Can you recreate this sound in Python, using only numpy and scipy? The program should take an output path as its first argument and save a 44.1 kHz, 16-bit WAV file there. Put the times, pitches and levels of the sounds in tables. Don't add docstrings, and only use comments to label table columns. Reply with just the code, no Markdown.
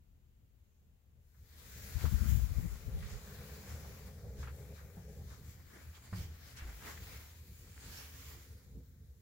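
import sys
import numpy as np
from scipy.fft import rfft, irfft, next_fast_len
from scipy.io import wavfile
from scipy.ndimage import uniform_filter1d

SR = 44100
rng = np.random.default_rng(int(sys.argv[2]) if len(sys.argv) > 2 else 0)


def unload_audio(sound):
    columns = np.transpose(np.atleast_2d(sound))
    steps = np.round(np.clip(columns, -1, 1) * 32767)
    wavfile.write(sys.argv[1], SR, steps.astype(np.int16))


N = 406161
T = np.arange(N) / SR
FFT_SIZE = next_fast_len(N, True)
FREQ = np.fft.rfftfreq(FFT_SIZE, 1 / SR) + 1e-3
SIDES = np.array([[1], [-1]])
TOP_HZ = 15800


def undb(db):
    return 10 ** (np.asarray(db) / 20)


def unit(x):
    return x / np.sqrt(np.mean(x ** 2))


def curves(table):
    time_s, *columns = np.transpose(table)
    return [np.interp(T, time_s, column) for column in columns]


def contour(points):
    pitch_hz, level_db = np.transpose(points)
    return np.interp(np.log(FREQ), np.log(pitch_hz), level_db)


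def shape(x, gain):
    return irfft(rfft(x, FFT_SIZE) * gain, FFT_SIZE)[..., :N]


def colour(x, points):
    low_cut = 1 + (.7 * points[0][0] / FREQ) ** 6
    high_cut = 1 + (FREQ / points[-1][0] / 1.4) ** 6
    return unit(shape(x, undb(contour(points)) / np.sqrt(low_cut * high_cut)))


def resonance(pitch_hz, width_hz):
    return 1 / (1 + ((FREQ ** 2 - pitch_hz ** 2) / (FREQ * width_hz * 1.5)) ** 2)


def smooth(x, samples):
    return uniform_filter1d(uniform_filter1d(x, samples), samples)


def wander(rate_hz):
    hold = max(int(SR / rate_hz), 1)
    levels = np.repeat(rng.standard_normal(N // hold + 1), hold)
    return unit(smooth(levels, hold)[:N])


def stereo_noise(side_db):
    return unit(rng.standard_normal(N) + undb(side_db) * SIDES * rng.standard_normal(N))


def steady(x, seconds):
    power = np.mean(x ** 2, axis=0)
    return x / np.sqrt(smooth(power, int(seconds * SR)) + 1e-9)


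def swell(middle_s, half_length_s):
    return np.exp(-.5 * np.minimum(((T - middle_s) / half_length_s) ** 2, 80))


def fade(start_s, fade_s, rise_s):
    age = np.maximum(T - start_s, 0)
    return (1 - np.exp(-age / rise_s)) * np.exp(-np.minimum(np.log(1000) * age / fade_s, 40))


# pitch_hz, level_db
HISS_TONE = [(350, -4), (500, -3.5), (700, -6), (1100, -9.5), (2300, -11), (3000, -11.5), (5500, -16.5),
             (7400, -11.5), (8200, -20), (10000, -17.5), (12000, -14), (15500, -10)]


def room_hiss():
    return undb(-79 + SIDES * 0.11) * colour(stereo_noise(side_db=0.5), HISS_TONE)


# pitch_hz, level_db
HAND_TONE = [(28, -15), (40, -3), (52, -6), (80, -11.5), (160, -23)]
# time_s, level_db
HAND_LEVELS = [(0, -66.5), (1.2, -71.5), (2.5, -50), (3.3, -69), (4, -76), (9.2, -77)]


def hand_rumble():
    level_db, = curves(HAND_LEVELS)
    return colour(stereo_noise(side_db=-10), HAND_TONE) * undb(level_db + SIDES * 4.2)


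def ringing_air(notes):
    gain = sum(undb(level_db) * resonance(pitch_hz, width_hz) for pitch_hz, width_hz, level_db in notes)
    return steady(shape(stereo_noise(side_db=-14.5), gain), seconds=0.31)


# time_s, rumble_db, note_db
FIRE_LEVELS = [(0, -65.5, -95), (1.35, -65.5, -85.5), (1.8, -52.5, -68.5), (2.7, -51, -70),
               (2.9, -52.5, -62), (4.3, -50.5, -60.5), (5.25, -51, -62), (5.65, -54, -79),
               (6.05, -56.5, -78), (7.1, -52, -68.5), (7.45, -53.5, -74.5), (8.4, -52.5, -66.5),
               (9.2, -54, -76)]
# middle_s, rumble_change_db, note_change_db
FIRE_FLARES = [(.72, -3, 2), (1.03, -9, -3), (1.4, 10, 0), (2.92, 5, 2), (3.45, 1, 6), (3.76, 10, 0),
               (4.03, 4, 2.5), (4.25, 6.5, 2), (4.8, -1, -6), (5.27, 7, -0.5), (5.72, -7.5, -7),
               (5.901, 5.5, 6), (7.65, -0.5, 7.5), (8.33, 2, 2), (8.63, -7.5, -3), (8.78, 2, 8)]
# time_s, rush_share (0 to 1)
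FIRE_DRAW = [(0, 0.56), (2.5, 0.96), (2.9, 1), (5.25, 0.88), (5.6, 0), (7, 0.13), (9.2, 0)]
# pitch_hz, level_db
RUMBLE_TONE = [(20, -24.5), (35, -19), (55, -3), (78, 4.5), (100, -6.5), (120, -5.5), (150, -13),
               (195, -15.5), (235, -23), (300, -30.5)]
# pitch_hz, width_hz, level_db
CALM_NOTES = [(263.8, 6.6, 8), (353.4, 17, 0), (438, 17, 1), (499, 19, -0.5), (527, 24, -35)]
# pitch_hz, width_hz, level_db
RUSH_NOTES = [(147.3, 19, 7.5), (198.3, 11.3, 4), (418.5, 30, -1), (481, 34, -2.5), (545, 22, -6),
              (653, 64, -14.5), (797, 39, -13.5)]


def stove():
    rumble_db, note_db = curves(FIRE_LEVELS)
    for middle_s, rumble_change_db, note_change_db in FIRE_FLARES:
        flare = swell(middle_s, half_length_s=0.043)
        rumble_db += rumble_change_db * flare
        note_db += note_change_db * flare
    rush_share, = curves(FIRE_DRAW)
    flutter_db = 2.03 * wander(30) + 0.31 * wander(6.6)
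    rumble = steady(colour(stereo_noise(side_db=-17), RUMBLE_TONE), seconds=0.16)
    calm = undb(-2.5) * np.sqrt(1 - rush_share) * ringing_air(CALM_NOTES)
    rush = undb(3) * np.sqrt(rush_share) * ringing_air(RUSH_NOTES)
    return (rumble * undb(rumble_db - 1.1) + (calm + rush) * undb(note_db)) * undb(flutter_db)


# start_s, level_db, pitch_hz, fade_s, upper_note_db
FOOTSTEPS = [(4.388, -40, 69.3, 0.97, -7), (4.969, -44, 98, 0.21, 0), (6.126, -34, 100.6, 0.35, -6.5),
             (6.18, -38.5, 80, 0.71, -11.5), (6.621, -39, 64.5, 0.18, -16), (6.648, -42.5, 53.8, 1, -29)]


def footsteps():
    shudder_tone = [(40, -2), (90, -1.5), (180, -21), (320, -19.5), (600, -27)]  # pitch_hz, level_db
    shudder = undb(-11.5) * colour(stereo_noise(side_db=-6), shudder_tone)
    out = 0
    for start_s, level_db, pitch_hz, fade_s, upper_note_db in FOOTSTEPS:
        phase = 2 * np.pi * pitch_hz * (T - start_s)
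        boards = np.sin(phase) + undb(upper_note_db) * np.sin(1.8 * phase)
        out += undb(level_db) * fade(start_s, fade_s, rise_s=0.0016) * (boards + shudder)
    return out


# pitch_hz, level_db
WIND_TONE = [(20, -30), (40, -0.5), (65, 6.5), (100, -1.5), (140, -9.5), (220, -21), (330, -35.5),
             (700, -48.5)]
# middle_s, half_length_s, left_db, right_db
WIND_GUSTS = [(1.967, 0.0091, -25, -58), (2.06, 0.021, -24.5, -43), (2.144, 0.019, -23, -50),
              (2.223, 0.0085, -23, -49), (2.335, 0.057, -23.5, -49), (2.441, 0.017, -25.5, -48),
              (2.514, 0.013, -28, -60), (2.585, 0.018, -26, -56), (2.654, 0.02, -31.5, -46),
              (2.727, 0.021, -35.5, -48), (2.879, .012, -32, -54), (2.958, 0.023, -34, -37),
              (3.05, .022, -69, -38), (3.152, 0.022, -47, -38)]


def wind_on_phone():
    stream = undb(-42.5 + SIDES * 8.5) * swell(middle_s=2.24, half_length_s=0.14)
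    power = stream ** 2
    for middle_s, half_length_s, left_db, right_db in WIND_GUSTS:
        power += (undb([[left_db], [right_db]]) * swell(middle_s, half_length_s)) ** 2
    swirls = [steady(colour(rng.standard_normal((1, N)), WIND_TONE), seconds=0.028) for _ in SIDES]
    return np.vstack(swirls) * np.sqrt(power)


# start_s, crack_db, tail_db, pitch_hz, fade_s
SNAPS_AND_POP = [(1.345, -69, -74, 1400, .15), (2.011, -39, -52, 1900, 0.027),
                 (2.041, -36, -44.5, 426, 0.092), (2.054, -38.5, -45, 1200, 0.11),
                 (3.026, -52, -53.5, 1700, 0.2), (3.844, -52, -50.5, 750, .1), (4.248, -56, -61, 600, 0.14),
                 (4.43, -42.5, -49.5, 1380, 0.12), (4.474, -43, -51.5, 1400, 0.14),
                 (4.970, -56, -59, 590, 0.23), (5.304, -60, -62, 1100, 0.32), (6.130, -40, -52, 1180, 0.22),
                 (6.691, -47, -59, 1100, .04), (6.975, -48, -49, 1820, 0.046),
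                 (7.778, -46.5, -58, 1650, .035)]


def snaps():
    out, noise = 0, stereo_noise(side_db=-2.5)
    for start_s, crack_db, tail_db, pitch_hz, fade_s in SNAPS_AND_POP:
        cycles = np.maximum(T - start_s, 0) * pitch_hz
        envelope = np.minimum(cycles / .5, 1) * np.exp(-np.minimum(cycles / 0.63, 40))
        crack = np.sin(2 * np.pi * cycles) * envelope
        tail = unit(shape(noise, resonance(pitch_hz, 0.55 * pitch_hz)))
        tail *= fade(start_s, fade_s, rise_s=0.0018)
        out += undb(crack_db) * crack / np.abs(crack).max() + undb(tail_db) * tail
    return out


# middle_s, half_length_s, pitch_hz, width_hz, level_db
CLOTH_RASPS = [(.75, 0.092, 6500, 900, -90), (1.55, 0.041, 1730, 453, -76), (4.47, 0.033, 1490, 1100, -61),
               (4.797, 0.023, 1460, 594, -62.5), (5.961, 0.015, 3330, 1260, -64),
               (6.579, 0.01, 5530, 3020, -57), (6.604, 0.029, 1700, 1070, -54),
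               (6.876, 0.042, 1540, 1410, -54.5), (7.992, 0.021, 5560, 260, -56)]


def rasps():
    out, catches = 0, stereo_noise(side_db=-1) * undb(0.76 * wander(350))
    for middle_s, half_length_s, pitch_hz, width_hz, level_db in CLOTH_RASPS:
        rasp = unit(shape(catches, resonance(pitch_hz, width_hz)))
        out += undb(level_db) * swell(middle_s, half_length_s) * rasp
    return out


def cloth_patches(x, wobble_db, rate_hz, bands=18):
    centres = np.log(np.geomspace(500, TOP_HZ, bands))
    out = 0
    for band in np.eye(bands):
        band_gain = np.interp(np.log(FREQ), centres, band)
        out += shape(x, band_gain) * undb(wobble_db * wander(rate_hz))
    return out


# time_s, hiss_db
BODY_MOVEMENT = [(1.15, -79), (1.42, -76.5), (1.62, -62.5), (1.82, -58.5), (2.3, -56.5), (2.48, -61.5),
                 (2.72, -63), (2.9, -68), (3.35, -62), (3.95, -64.5), (4.25, -73), (4.6, -69), (5.7, -71.5),
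                 (6.35, -69), (7.15, -59), (7.42, -69), (7.74, -66.5), (8.25, -60.5), (8.8, -78),
                 (9.2, -80)]
# time_s, crumple_db, left_minus_right_db, brightness_db
BODY_POSTURE = [(1.3, -5, 5, -11), (1.7, -5, 2, -0.5), (2.9, -1, 3.7, 0), (3.8, -0.5, 1.5, 3),
                (4.25, -0.5, 5, -3), (5.1, -3, 4, -3.5), (6.0, -1, 2.5, 1), (7.1, -3, 0, 3),
                (7.45, -5.5, 1, -1.5), (8.25, -4, -2.5, 3.5), (9.2, -6, 1.5, -13)]
# middle_s, half_length_s, hiss_db, crumple_db, treble_db, left_minus_right_db
# (crumple_db and treble_db are relative to the hiss)
SLEEVE_SWISHES = [(2.04, 0.037, -55.5, -1, -7, 4), (2.303, 0.066, -62.5, -4, 2, 3),
                  (3.087, 0.08, -61.5, -4, -9, 1), (3.71, .04, -64.5, 2.5, -12, 2),
                  (4.073, 0.015, -67.5, 1, 0, 5), (4.415, 0.032, -59.5, -9, -12, 1),
                  (4.764, 0.041, -70, -14, -13, 4), (5.32, 0.038, -65, -2.5, -9, 5),
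                  (5.506, 0.04, -65.5, -10, -8, 2), (5.773, 0.065, -68.5, 2.5, -7, 2),
                  (5.962, 0.023, -70, -1, -5, -12), (6.062, 0.025, -68.5, 0, -13, -8),
                  (6.2, 0.045, -57.5, -4.5, -3.5, -4), (6.48, 0.047, -62.5, -4, -9, 3.5),
                  (6.587, .014, -64.5, -6, -6, 0), (6.694, 0.054, -67, 2.5, -11, 1),
                  (6.888, 0.039, -59.5, 4, -1, 0), (7.842, 0.05, -60.5, -3.5, -15, -.5),
                  (7.972, 0.086, -56.5, -3.5, -6.5, -2.5), (8.316, 0.038, -66, 0.5, 2, -4)]


def rubbing():
    move_db, = curves(BODY_MOVEMENT)
    fade_in = np.clip((T - BODY_MOVEMENT[0][0]) / 0.3, 0, 1)
    crumple_db, left_minus_right_db, brightness_db = curves(BODY_POSTURE)
    treble_db = -3 - 0.065 * (move_db + 64)
    strokes = [(undb(move_db) * fade_in, crumple_db, treble_db, left_minus_right_db)]
    for middle_s, half_length_s, hiss_db, *tone in SLEEVE_SWISHES:
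        strokes.append((undb(hiss_db) * swell(middle_s, half_length_s), *tone))
    hiss = treble = crumple = 0
    for strength, crumple_db, treble_db, left_minus_right_db in strokes:
        power = (strength * undb(SIDES * (left_minus_right_db + 0.45) / 2)) ** 2
        hiss += power
        treble += power * undb(treble_db) ** 2
        crumple += strength ** 2 * np.maximum(undb(crumple_db) ** 2 - undb(-6.5) ** 2, undb(-22.5) ** 2)
    return np.sqrt(hiss), np.sqrt(treble), np.sqrt(crumple), brightness_db


# pitch_hz, level_db
SLIDE_TONE = [(1000, -17.5), (1500, -3), (2300, -3), (2800, -5), (4000, -3), (5600, -4), (7400, -3),
              (8200, -12), (10000, -12), (11500, -9), (14000, -9.5), (15500, -6)]
# pitch_hz, level_db
CRUMPLE_TONE = [(200, 3), (450, 1), (800, 0), (1300, 1.5), (1900, 1), (2400, -2.5), (2750, -25.5),
                (5000, -9.5)]


def jacket():
    hiss_gain, treble_gain, crumple_gain, brightness_db = rubbing()
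    slips = undb(0.37 * wander(500) + .5 * wander(50))
    slide = colour(stereo_noise(side_db=0.5) * slips, SLIDE_TONE)
    slide += (undb(brightness_db) - 1) * shape(slide, resonance(pitch_hz=2750, width_hz=700))
    treble = shape(slide, 1 / (1 + (9000 / FREQ) ** 8))
    grains = stereo_noise(side_db=-3.5) * undb(1.15 * wander(300) + 0.92 * wander(45))
    cloth = undb(3) * hiss_gain * (slide - treble) + undb(11.5) * treble_gain * treble
    cloth += undb(4) * crumple_gain * colour(grains, CRUMPLE_TONE)
    cloth = cloth_patches(cloth, wobble_db=1.5, rate_hz=11)
    return cloth * undb(-0.12 * wander(14))


def scene():
    return (room_hiss() + stove() + jacket() + rasps() + wind_on_phone()
            + hand_rumble() + footsteps() + snaps())


# pitch_hz, left_minus_right_db
MIC_BALANCE = [(100, 0.2), (400, 2), (1300, 0.3), (2400, 3), (4400, -0.5), (8000, 1), (15000, 1)]


def record(dry):
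    low_pass = 1 / np.sqrt(1 + np.minimum(FREQ / TOP_HZ, 1.05) ** 900)
    return shape(dry, undb(SIDES * contour(MIC_BALANCE) / 2) * low_pass)


dry = scene()
out = record(dry)
unload_audio(out)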